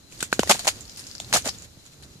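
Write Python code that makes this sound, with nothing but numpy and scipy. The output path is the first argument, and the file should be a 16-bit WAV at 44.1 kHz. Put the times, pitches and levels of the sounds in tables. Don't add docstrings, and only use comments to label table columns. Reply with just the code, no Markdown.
import sys
import numpy as np
from scipy import signal
from scipy.fft import rfft, irfft, next_fast_len
from scipy.io import wavfile
from scipy.ndimage import map_coordinates

SR = 44100
rng = np.random.default_rng(int(sys.argv[2]) if len(sys.argv) > 2 else 0)


def generate_wav(sig):
    pcm = np.round(np.clip(np.atleast_2d(sig).T, -1, 1) * 32767).astype(np.int16)
    wavfile.write(sys.argv[1], SR, pcm)


def volts_from_db(level):
    exponent = np.asarray(level, float) / 20
    return 10 ** exponent


N = 97020

PORT_LAG_S = 0.00011
# frequency in Hz, gain in dB.
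NEAR_ICE = [(150, -45), (400, -8), (900, -7.5), (2500, -2.5), (5000, -4), (9000, -0.5), (15000, -13)]
# frequency in Hz, gain in dB.
FAR_ICE = [(300, 8.5), (1000, -4), (2500, -2.5), (5000, 0), (9000, -1), (15000, -7.5)]


def unit(x):
    return x / np.sqrt(np.mean(x ** 2) + 1e-20)


def wobble(rate):
    knots = rng.standard_normal(N // 8)
    return map_coordinates(knots, [np.arange(N) * rate / SR])


def coloured(x, points):
    size = 2 * next_fast_len(N // 2 + SR // 8)
    hz, db = np.transpose(points)
    log_hz = np.log(np.fft.rfftfreq(size, 1 / SR) + 1)
    cepstrum = irfft(np.log(volts_from_db(np.interp(log_hz, np.log(hz + 1), db))), size)
    cepstrum[1:size // 2] *= 2
    cepstrum[size // 2 + 1:] = 0
    return irfft(rfft(x, size) * np.exp(rfft(cepstrum)), size)[..., :N]


def ring(x, hz, width_hz):
    f = np.fft.rfftfreq(x.shape[-1], 1 / SR)
    damping = 1j * f * width_hz
    return irfft(rfft(x) * damping / (hz * hz - f * f + damping), x.shape[-1])


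def pair(shared, apart=((100, 0), (200, 0))):
    common, left, right = rng.standard_normal((3, N))
    share = np.clip(shared, 0, 1)
    mid = (left + right) / 2
    side = coloured((left - right) / 2, apart)
    late = np.roll(common, round(PORT_LAG_S * SR))
    own = np.array([mid + side, mid - side])
    return np.sqrt(share) * np.array([late, common]) + np.sqrt(1 - share) * own


def gritty(grit_db):
    # frequency in Hz, gain of the
    # difference in dB.
    port_difference = [(700, -2), (2500, 2.5)]
    grains = volts_from_db(grit_db * wobble(760))
    return unit(pair(0.22, port_difference) * grains)


def fractures(rows, colour, shard_db, t60):
    rise_s, scatter_t60_s, shard_q = 0.0015, 0.12, 7
    out = np.zeros((2, N + SR))
    grit = np.tile(gritty(1.25), 2)
    t = np.arange(SR // 5) / SR
    decay = volts_from_db(-60 * t / t60)
    for start, db, scatter_db, hz in rows:
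        at = round(start * SR)
        noise = grit[:, at:at + len(t)] * (1 - np.exp(-t / rise_s))
        crack = noise * decay
        crack *= np.linalg.norm(decay) / np.linalg.norm(crack, axis=1, keepdims=True)
        shard = ring(crack[0], hz, hz / shard_q)
        shard *= np.linalg.norm(crack[0]) / np.linalg.norm(shard) / 2
        scatter = noise * volts_from_db(scatter_db - 60 * t / scatter_t60_s)
        ringing = shard + ring(scatter, hz, hz / shard_q)
        out[:, at:at + len(t)] += volts_from_db(db) * (crack + scatter + volts_from_db(shard_db) * ringing)
    return coloured(out[:, :N], colour)


def clean_snaps():
    # start in seconds, crack in dB, scatter after it in dB, shard pitch in Hz.
    breaks = [(.2042, -27, -3, 3530), (.2065, -21, -16, 7500), (.2265, -11.5, -12, 7950),
              (.3275, -13, -21, 2470), (.330, -22, -5.5, 6900), (.3808, -40, -28, 7000),
              (.3933, -12, -8, 2960), (.405, -29, -27, 8000), (.4321, -19, -13, 6000),
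              (.4735, -23, -25, 1900), (.5925, -20, -4.5, 4360), (.670, -15, -6, 6900),
              (.6765, -11.5, -7, 4860), (1.3272, -18, 0.5, 6000), (1.3415, -9, -9.5, 6200),
              (1.4895, -24, -12, 5450), (.4948, -15.5, -0.5, 5400), (.5145, -8.5, -15, 4400),
              (.520, -8.5, -24, 2540)]
    return fractures(breaks, NEAR_ICE, shard_db=1, t60=0.0074)


def crumbles():
    # start in seconds, rise in seconds, hold in seconds, level in dB, fade t60 in seconds.
    collapses = [(0.316, 0.0039, .001, -32, 0.017), (0.224, 0.0036, .001, -24, .02),
                 (0.474, 0.0035, 0.0092, -30.5, 0.059), (0.4931, 0.0015, 0.02, -10, 0.081),
                 (0.535, .005, 0.013, -25, 0.17), (0.59, .004, 0.009, -41, 0.059),
                 (0.645, 0.0026, 0.0096, -27.5, 0.13), (0.674, 0.002, 0.0083, -15, 0.062),
                 (0.968, 0.0054, 0.015, -37.5, 0.47), (1.334, 0.0019, 0.033, -14.5, 0.11),
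                 (1.44, 0.019, 0.027, -24, 0.072), (1.617, 0.0043, 0.032, -44, 0.099),
                 (1.85, 0.0041, 0.018, -46.5, 0.073), (1.913, 0.01, 0.018, -50, 0.067),
                 (2.021, 0.0029, 0.019, -43, 0.092)]
    t = np.arange(N) / SR
    power = np.zeros(N)
    for start, rise, hold, db, t60 in collapses:
        attack = np.clip((t - start) / rise, 0, 1)
        fading_s = np.maximum(t - start - rise - hold, 0)
        power += (attack * volts_from_db(db - 60 * fading_s / t60)) ** 2
    return coloured(np.sqrt(power) * gritty(2.5), NEAR_ICE)


def splinters():
    # start in seconds, crack in dB, shard pitch in Hz.
    breaks = [(.4955, -20, 6200), (0.5, -20, 6800), (0.503, -19, 7000), (0.508, -32, 6000),
              (0.5112, -24, 8200), (0.511, -18.5, 7060), (0.523, -22, 6500), (0.526, -23, 4950),
              (0.535, -27, 6000), (0.6785, -23, 7000), (0.684, -21, 6500), (0.685, -27, 8600),
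              (0.3992, -25, 4450), (0.397, -29, 7000), (.412, -30, 4200), (0.4331, -28, 2720),
              (0.329, -37, 2950), (1.3406, -20, 9500), (1.347, -28, 7500), (1.348, -19, 5300),
              (1.3495, -22, 7660), (1.3515, -12, 5230), (1.3673, -19, 6300), (1.376, -21, 7200),
              (1.384, -26, 6960), (1.4595, -31, 6800), (1.464, -23, 5230), (1.4725, -25, 5240),
              (1.476, -17, 6800), (1.4896, -17, 5500)]
    rows = [(start, db, -40, hz) for start, db, hz in breaks]
    return fractures(rows, NEAR_ICE, shard_db=8, t60=0.0041)


def twigs():
    # start in seconds, peak in dB, pitch in Hz, t60 in seconds.
    knocks = [(0.2044, -37, 1640, 0.015), (.2268, -21.5, 1494, 0.014), (.2272, -9, 344, 0.004),
              (0.3275, -10.5, 1530, 0.01), (.328, -2, 500, 0.0036), (0.3932, 0.5, 442, 0.0066),
              (0.3956, -4.5, 167, 0.014), (.3935, -10.5, 680, .006), (0.4335, -13, 660, 0.0083),
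              (0.4318, -16, 1010, 0.0087), (0.4959, -24, 212, 0.089), (1.485, -29.5, 787, 0.025),
              (1.343, -27, 196, 0.051), (1.462, -23.5, 259, 0.022), (1.617, -30.5, 173, 0.015),
              (.4735, -20, 580, 0.0059), (.5475, -25.5, 690, 0.013), (.5545, -25, 855, 0.0098),
              (.598, -39.5, 700, 0.04), (.6482, -31, 676, 0.018), (.6555, -17.5, 840, 0.0037),
              (1.151, -41, 1450, 0.0074), (1.2012, -27.5, 720, 0.0098), (1.770, -38, 234, 0.027),
              (.55, -30, 100, 0.078), (1.36, -29, 115, 0.079), (1.772, -37, 95, 0.088),
              (2.155, -32.5, 142, 0.03)]
    # start in seconds, peak in dB, pitch in Hz.
    rattles = [(0.3922, -15, 1660), (.4956, -21, 890), (.4968, -11, 680), (0.5006, -8.5, 1280),
               (0.5018, -10, 875), (0.5041, -7, 800), (0.5058, -18.5, 780), (0.506, -18, 384),
               (0.5075, -11, 756), (0.5089, -13, 854), (.511, -12, 1160), (.5122, -16.5, 590),
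               (0.5134, -7, 2470), (.5142, -8, 826), (.516, -38, 860), (0.5197, -15.5, 825),
               (.5245, -29, 1510), (.670, -15.5, 780), (0.6763, -13, 805), (.678, -16, 785),
               (0.6813, -13.5, 864), (0.6813, -14, 2820), (.677, -15, 2800), (0.6861, -22.5, 670),
               (0.6877, -8, 2800), (.689, -41, 920), (1.3273, -23, 930), (1.3275, -12, 1600),
               (1.3377, -13.5, 830), (1.3273, -12.5, 2880), (1.342, -25, 544), (1.346, -17, 680),
               (1.349, -22, 557), (1.3522, -16, 713), (1.359, -13, 715), (1.3624, -13.5, 1320),
               (1.364, -25, 1260), (1.37, -27, 635), (1.376, -22, 775), (1.447, -29, 620),
               (1.4545, -30, 1400), (1.4595, -22, 626), (1.464, -31, 710), (1.467, -27, 840),
               (1.4713, -21, 580), (1.476, -31, 490), (1.4875, -31, 1100)]
    # frequency in Hz, gain in dB.
    radiation = [(50, -22), (170, -1)]
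    rise_cycles, rattle_cycles = 0.34, 8.46
    overtone_ratio, overtone_db = 2.415, -5.5
    length = SR // 10
    t = np.maximum(np.arange(length) / SR - np.array([[PORT_LAG_S], [0]]), 0)
    out = np.zeros((2, N + SR))
    for start, db, hz, t60 in [*knocks, *((s, db, hz, rattle_cycles / hz) for s, db, hz in rattles)]:
        at = round(start * SR)
        decay_db = -60 * t / t60
        tone = np.sin(2 * np.pi * hz * t)
        tone += volts_from_db(overtone_db + decay_db) * np.sin(2 * np.pi * overtone_ratio * hz * t)
        onset = 1 - np.exp(-t * hz / rise_cycles)
        out[:, at:at + length] += volts_from_db(db + 5 + decay_db) * onset * tone
    return coloured(out[:, :N], radiation)


def falling_chips():
    # start in seconds, crack in dB, shard pitch in Hz.
    strikes = [(0.1238, -39, 7250), (0.123, -39.5, 2600), (0.1773, -41, 5240), (.192, -34, 8650),
               (.808, -30.5, 7100), (0.853, -40.5, 4800), (0.896, -34.5, 5470), (.879, -39, 5230),
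               (.919, -41, 5040), (0.961, -37, 5530), (0.972, -30, 10300), (.973, -42, 5200),
               (0.994, -30, 9000), (1.04, -38.5, 5000), (1.097, -43, 4670), (0.993, -34, 5100),
               (1.068, -33, 5400), (1.072, -34, 6900), (1.1133, -32.5, 5200), (1.1517, -30.5, 5300),
               (1.181, -34, 5300), (1.1998, -27, 7200), (1.201, -26, 3600), (1.4925, -19.5, 5240),
               (1.246, -36.5, 4260), (1.422, -32, 6070), (1.547, -42.5, 3500), (1.585, -35, 7040),
               (1.622, -37, 7000), (1.864, -42.5, 6500), (2.035, -44, 4430)]
    rows = [(start, db - 6.5, -11.5, hz) for start, db, hz in strikes]
    return fractures(rows, FAR_ICE, shard_db=17, t60=0.0034)


def shaking_db():
    # time in seconds, level in dB.
    shaking = [(0, -77), (0.109, -58), (.13, -48), (.3, -50), (.5, -38), (.75, -46.5), (.85, -47),
               (1.0, -50.5), (1.3, -47), (1.55, -46), (1.682, -60), (2.2, -57)]
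    s, db = np.transpose(shaking)
    return np.interp(np.arange(N) / SR, s, db)


def patter():
    level_db = shaking_db() + 1.76 * wobble(25.22) + 1.0 * wobble(59.7)
    return volts_from_db(level_db) * unit(coloured(gritty(-1), FAR_ICE))


def hiss():
    air = volts_from_db(-56.5) * unit(coloured(pair(0.09), FAR_ICE))
    whine = ring(rng.standard_normal(N), hz=4047, width_hz=33)
    air[0] += volts_from_db(-66.5) * unit(whine)
    return air


def rumble():
    # frequency in Hz, density in dB per Hz.
    spectrum = [(24, -27), (34, -14), (50, 1), (110, 3), (200, -6), (316, -10.5), (400, -14), (1500, -28.5),
                (3300, -49)]
    # frequency in Hz, gain in dB.
    left_bass = [(90, -4), (220, 0)]
    shaking = shaking_db()
    swell_db = 0.13 * (shaking - shaking[-1]) + 3.5 * wobble(9.61)
    low = unit(coloured(pair(0.99), spectrum)) * volts_from_db(-51.5 + swell_db)
    return np.array([coloured(low[0], left_bass), low[1]])


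def scene():
    near = clean_snaps() + crumbles() + splinters() + twigs()
    return near + falling_chips() + patter() + hiss() + rumble()


def roll_off(x):
    return signal.sosfilt(signal.butter(12, 15820, fs=SR, output="sos"), x)


def record(dry):
    # frequency in Hz, gain in dB.
    left_port = [(900, 0.52), (1500, 3.8), (2200, 0.5), (3400, 4), (4300, 6.5), (5800, 2), (7500, -6.5),
                 (10400, -3), (11800, -9.5), (14000, -23)]
    # frequency in Hz, gain in dB.
    right_port = [(900, 0.8), (1500, 1.7), (2200, 1.5), (4200, -3), (5600, -0.5), (6900, 8), (8000, 0.5),
                  (9500, -2), (11500, -1.5), (14000, -1)]
    ceiling, top_hz = 0.95, 14720
    x = np.array([coloured(dry[0], left_port), coloured(dry[1], right_port)])
    x = x + volts_from_db(-66) * rng.standard_normal((2, N))
    x = x / (1 + np.abs(x / ceiling) ** 6) ** (1 / 6)
    band_limit = 1 + (np.fft.rfftfreq(N, 1 / SR) / top_hz) ** 90
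    x = irfft(rfft(x) / band_limit, N)
    return roll_off(x)


dry = scene()
out = record(dry)
generate_wav(out)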